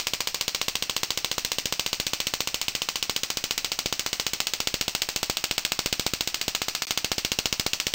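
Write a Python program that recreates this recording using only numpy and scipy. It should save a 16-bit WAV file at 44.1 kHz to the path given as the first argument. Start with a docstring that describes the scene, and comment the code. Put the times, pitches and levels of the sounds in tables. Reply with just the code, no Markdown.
"""A small spark-gap coil fires about fourteen times a second on a table in a small, dry room.
Each discharge is one impulse, coloured into a sharp snap by a hollow ring, crackle and short echoes.
Half-sine lumps add the dull thump of an overloaded microphone; decaying noise is the room's answer.
Faint coloured noise lies behind. The recorder runs at half rate and holds each sample;
a cut leaves one brief silence."""
import sys
import numpy as np
from scipy import signal
from scipy.fft import rfft, irfft
from scipy.io import wavfile

SR = 44100
rng = np.random.default_rng(int(sys.argv[2]) if len(sys.argv) > 2 else 0)


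def unload_audio(sound):
    """Save the sound as a 16-bit wav file, at the path given as the first command line argument."""
    columns = np.transpose(np.atleast_2d(sound))
    # keep every value between -1 and 1, then stretch to whole-number steps
    steps = np.round(np.clip(columns, -1, 1) * 32767)
    wavfile.write(sys.argv[1], SR, steps.astype(np.int16))


N = 350154

SPARK_RATE_HZ, SPARK_COUNT = 14.52, 117
# how far the gap fires behind its steady beat, or ahead if negative: [start_s, late_ms]
LATENESS = [(0.0, 1.4), (0.69, -5.5), (0.9, 0.2), (1.03, -0.2), (1.24, 7), (1.52, 0.95), (1.79, 4.7),
            (2.41, -4.5), (3.65, -3), (3.79, 2), (4.34, -4.5), (4.61, -11), (4.89, -9.5), (5.79, 5.5),
            (6.06, 4), (6.2, 8.5), (6.61, 6.5), (6.75, 1.5), (7.09, 6), (7.23, 2.6), (7.58, 5), (7.92, 2)]
# strength of the snaps, before chance and overall level: [start_s, level_db]
SNAP_LEVEL = [(0, -2.5), (2.82, -4), (6.06, -2), (6.27, -4), (6.75, -5.5), (6.96, -1.5), (7.16, -3.5),
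              (7.37, -1), (7.92, -1.7)]
# strength of the microphone thumps, before chance and overall level: [start_s, level_db]
THUMP_LEVEL = [(0, -1), (1.86, 6), (2.82, 3), (2.96, -3), (3.1, 6.5), (3.31, 1.5), (3.44, 7), (3.72, -4.5),
               (3.86, 8.5), (4.06, 2.5), (4.34, 6.5), (4.48, -9), (4.68, 9), (5.72, 6.5), (5.86, 12),
               (6.13, 14), (6.4, -3.5), (6.61, 9), (6.75, -6), (7.04, 10.5), (7.92, 10)]
# discharges with their own time and levels, hard, weak or heavy: [start_s, snap_db, thump_db]
STANDOUTS = [(0.0001, -10.5, -6), (0.1353, -3, 7.5), (0.3448, -4, -4), (0.4801, -2, 7), (0.6828, -1.5, 7),
             (1.5177, -3, -3), (2.6146, -4.5, -4), (4.4032, -1.8, 1), (4.6723, -0.5, 8.5), (5.0193, 0, 3),
             (5.0887, -6, 1), (5.2304, -2.5, 9), (5.298, -1.5, 12), (5.37, -3.8, -4), (5.4405, -1.5, 4),
             (6.4809, -4.5, 11), (6.5496, -1, 0), (6.855, -9, 0), (6.908, -1, 6), (7.1169, -1.2, 11),
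             (7.5968, -0.5, 13), (7.7332, -2, 2.5), (7.8005, -3, -9)]


def discharges(jitter_ms=.6, snap_spread_db=.5, thump_spread_db=1.82, beat_skip_s=.0539):
    """The capacitor charges and the gap breaks down on a nearly steady beat; gives times, snap and thump dB."""
    beat = np.arange(SPARK_COUNT) / SPARK_RATE_HZ
    # from the cut on, the beat comes earlier
    beat = beat - beat_skip_s * (beat > CUT_SILENCE[0])
    chance = rng.standard_normal((SPARK_COUNT, 3)) * [jitter_ms, snap_spread_db, thump_spread_db]
    curves = [np.interp(beat, *np.transpose(table)) for table in (LATENESS, SNAP_LEVEL, THUMP_LEVEL)]
    late_ms, snap_db, thump_db = chance.T + curves
    sparks = np.c_[beat + late_ms / 1000, snap_db, thump_db]
    # each standout replaces the discharge nearest to it in time
    for row in STANDOUTS:
        sparks[np.argmin(abs(beat - row[0]))] = row
    return sparks.T


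# colour of the snap with its echoes: [pitch_hz, level_db]
SNAP_COLOUR = [(100, -24.5), (300, -21.5), (500, -8), (850, -11.5), (1200, -6.5), (1600, -6.5),
               (2200, -0.4), (2900, -0.5), (3500, 0), (4400, -2), (5500, 1.1), (6600, -4.5), (8100, -6.5),
               (9300, -15.5), (10300, -16)]
# nearest echo; coming later in the last second, it brings out 3 kHz: [start_s, delay_ms]
NEAREST_ECHO = [(0, .27), (6.82, .28), (6.9, .32)]
# dull, upside-down echo that hollows the body of the snap; its delay slowly grows: [start_s, delay_ms]
DULL_ECHO = [(0, 1.55), (2.5, 1.6), (4, 1.8), (5, 2.0), (7.9, 2.06)]
# further echoes from the apparatus and the table: [delay_ms, level_db]
UPRIGHT_ECHOES = [(1.36, -11), (3.17, -7), (3.89, -14)]
# echoes that arrive upside down: [delay_ms, level_db]
INVERTED_ECHOES = [(.82, -6), (2.81, -2)]
# distinct wall echoes: [delay_ms, level_db]
WALL_ECHOES = [(9.2, -11.5), (9.5, -15), (14.5, -12.5), (14.8, -16)]


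def snaps(times, snap_db, nearest_db=4.5, dull_db=-10.5, small_parts_hz=1480, size=2048):
    """One impulse per discharge with its echoes; the arc takes a slightly different path every time."""
    hz = np.fft.rfftfreq(size, 1 / SR)
    ms = np.arange(size) * 1000 / SR
    nearest_ms = np.interp(times[:, None], *np.transpose(NEAREST_ECHO))
    dull_ms = np.interp(times[:, None], *np.transpose(DULL_ECHO))
    # the small parts of the apparatus reflect only the waves above this pitch
    bass = 1 / (1 + (hz / small_parts_hz) ** 4)

    direct = 1.5 + echoes(hz, [(nearest_ms, nearest_db)])
    hollowed = direct * (0.5 - bass * echoes(hz, [(dull_ms, dull_db)]))
    small_parts = (1 - bass) * (echoes(hz, UPRIGHT_ECHOES) - echoes(hz, INVERTED_ECHOES))
    walls = echoes(hz, WALL_ECHOES, jitter_ms=0.087)
    paths = (hollowed + small_parts + walls) * hollow_ring(times, hz)

    # branching streamers add about a millisecond of fresh crackle to each snap
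    crackle_db, crackle_ms = -15.5, .8
    crackle = from_db(crackle_db) * wander(size, 0) * np.exp(-ms / crackle_ms)
    heard = irfft(paths) + crackle
    # equal energy first, then the strength of each discharge
    heard = heard / np.linalg.norm(heard, axis=1, keepdims=True)
    strength = from_db(snap_db + 15.5)
    return colour(at_sparks(times, heard * strength[:, None]), SNAP_COLOUR)


def echoes(hz, rows, jitter_ms=.012, spread_db=1.3):
    """Reflections as delayed, scaled copies of the impulse: one spectrum per discharge."""
    total = 0
    for delay_ms, level_db in rows:
        gain = from_db(level_db + spread_db * wander(1, 0))
        # delays change gradually from one discharge to the next
        delay_s = (delay_ms + jitter_ms * wander(1, 0.95)) / 1000
        total = total + gain * np.exp(-2j * np.pi * hz * delay_s)
    return total


# short, hollow ring of each snap; its pitch jumps up at about three seconds: [start_s, pitch_hz]
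HOLLOW_RING = [(0, 940), (2.7, 910), (3.3, 1290), (6, 1170), (7.9, 1160)]


def hollow_ring(times, hz, ring_db=-4.5, width_hz=420.0):
    """Response of one broad resonance on top of the plain snap, one row per discharge."""
    centre_hz = np.interp(times[:, None], *np.transpose(HOLLOW_RING))
    damping = 1j * hz * width_hz
    return 1 + from_db(ring_db) * damping / (centre_hz ** 2 - hz ** 2 + damping)


def thumps(times, thump_db, width_ms=0.51, widening=0.049, width_spread_db=2.4, recovery_hz=27.5, size=256):
    """The overloaded microphone is pushed to one side in a half-sine lump; it then creeps back."""
    ms = np.arange(size) * 1000 / SR
    # a harder overload lasts longer and sounds duller; width_ms is for a 0 dB thump
    width = width_ms * np.exp(widening * thump_db[:, None]) * from_db(width_spread_db * wander(1, 0))
    push = np.sin(np.pi * np.clip(ms / width, 0, 1))
    # the level sets the area of the lump, whatever its width
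    push = push / push.sum(axis=1, keepdims=True)
    pushes = at_sparks(times, from_db(thump_db + 4.5)[:, None] * push)
    recovery = signal.butter(1, recovery_hz, "high", fs=SR, output="sos")
    # the tiny offset keeps the filter clear of slow, vanishing numbers
    return signal.sosfilt(recovery, pushes + 1e-18)


# colour of the reverberation: [pitch_hz, level_db]
ROOM_COLOUR = [(70, -27.5), (150, -14), (300, -13), (1000, -13), (1600, -13.5), (2200, -8.5), (2750, -3.5),
               (3400, -8), (4500, -3), (6000, -4.5), (7200, -10.5), (8300, -11.5), (9300, -20.5),
               (10300, -22)]


def reverberation(times, snap_db, room_db=-18.5, t60_s=0.23, follow=0.022, build_ms=0.55,
                  fixed_db=-4.5, drifting_db=-2.5, fresh_db=-5.5, grain_db=1.0, size=10000):
    """The room answers each bang with decaying noise: part fixed, part slowly drifting, part fresh."""
    t = np.arange(size) / SR
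    fixed = from_db(fixed_db) * rng.standard_normal(size)
    drifting = from_db(drifting_db) * wander(size, 0.86)
    fresh = from_db(fresh_db) * wander(size, 0)
    pattern = fixed + drifting + fresh
    # reflections arrive in clusters about a millisecond long
    cluster_level = np.interp(t * 1000, np.arange(size), rng.standard_normal(size))
    clusters = from_db(grain_db * cluster_level)
    build_up = 1 - np.exp(-1000 * t / build_ms)
    decay = from_db(-60 * t / t60_s) * build_up
    # the reverberation varies far less in strength than the direct snap
    strength = from_db(room_db + follow * snap_db)
    return colour(at_sparks(times, strength[:, None] * pattern * clusters * decay), ROOM_COLOUR)


# colour of the background noise, before its overall level: [pitch_hz, level_db per Hz]
FLOOR_COLOUR = [(15, 9), (50, 1), (150, -4.5), (300, -15), (1000, -8), (3000, -4), (8000, -30),
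                (10300, -47)]


def background(level_db=-37):
    """Faint, steady noise: white noise shaped by a long filter that can follow the bass."""
    return from_db(level_db) * colour(rng.standard_normal(N), FLOOR_COLOUR, size=8192)


def from_db(db):
    """Decibels to gain."""
    return 10 ** (np.asarray(db) / 20)


def colour(x, spectrum, size=1024):
    """Causal (minimum-phase) filter that follows (Hz, dB) points and closes above the last."""
    hz, db = np.transpose(spectrum)
    grid = np.maximum(np.fft.rfftfreq(size, 1 / SR), 1)
    curve_db = np.interp(np.log(grid), np.log(np.r_[hz, SR / 4]), np.r_[db, -60])
    # folding the cepstrum onto positive time gives the minimum phase
    cepstrum = irfft(np.log(from_db(curve_db)))
    cepstrum[1:size // 2] *= 2
    cepstrum[size // 2 + 1:] = 0
    impulse_response = irfft(np.exp(rfft(cepstrum)))
    return signal.oaconvolve(x, impulse_response)[:N]


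def at_sparks(times, shapes):
    """Lays one short sound per discharge on the time line."""
    out = np.zeros(N + SR)
    for s, shape in zip(times, shapes):
        start = max(round(s * SR), 0)
        out[start:start + len(shape)] += shape
    return out[:N]


def wander(size, memory):
    """Random rows of spread 1, each partly like that of the discharge before."""
    memory = np.clip(memory, 0, .999)
    rows = rng.standard_normal((SPARK_COUNT, size))
    for k in range(1, len(rows)):
        rows[k] = memory * rows[k - 1] + np.sqrt(1 - memory ** 2) * rows[k]
    return rows


def scene():
    """Snaps, room and thumps over a faint background."""
    times, snap_db, thump_db = discharges()
    floor = background()
    mix = snaps(times, snap_db) + reverberation(times, snap_db) + thumps(times, thump_db) + floor
    return mix[None]


# the brief silence left by a cut: [start_s, end_s]
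CUT_SILENCE = (6.854, 6.869)


def record(dry, band_edge_hz=9410.0, cutoff_hz=15600, top=.55):
    """Rounds the peaks; holding every second sample mirrors treble above 11 kHz; a cut leaves a brief silence."""
    t = np.arange(N) / SR
    rounded = top * np.tanh(dry / top)
    band_limit = signal.butter(10, band_edge_hz, fs=SR, output="sos")
    narrow = signal.sosfilt(band_limit, rounded)
    held = np.repeat(narrow[:, ::2], 2, axis=1)[:, :N]
    held = held * ((t < CUT_SILENCE[0]) | (t > CUT_SILENCE[1]))
    # a steep low-pass trims the top of the mirrored treble
    treble_limit = signal.ellip(8, .3, 80, cutoff_hz, fs=SR, output="sos")
    return signal.sosfilt(treble_limit, held)


dry = scene()
out = record(dry)
unload_audio(out)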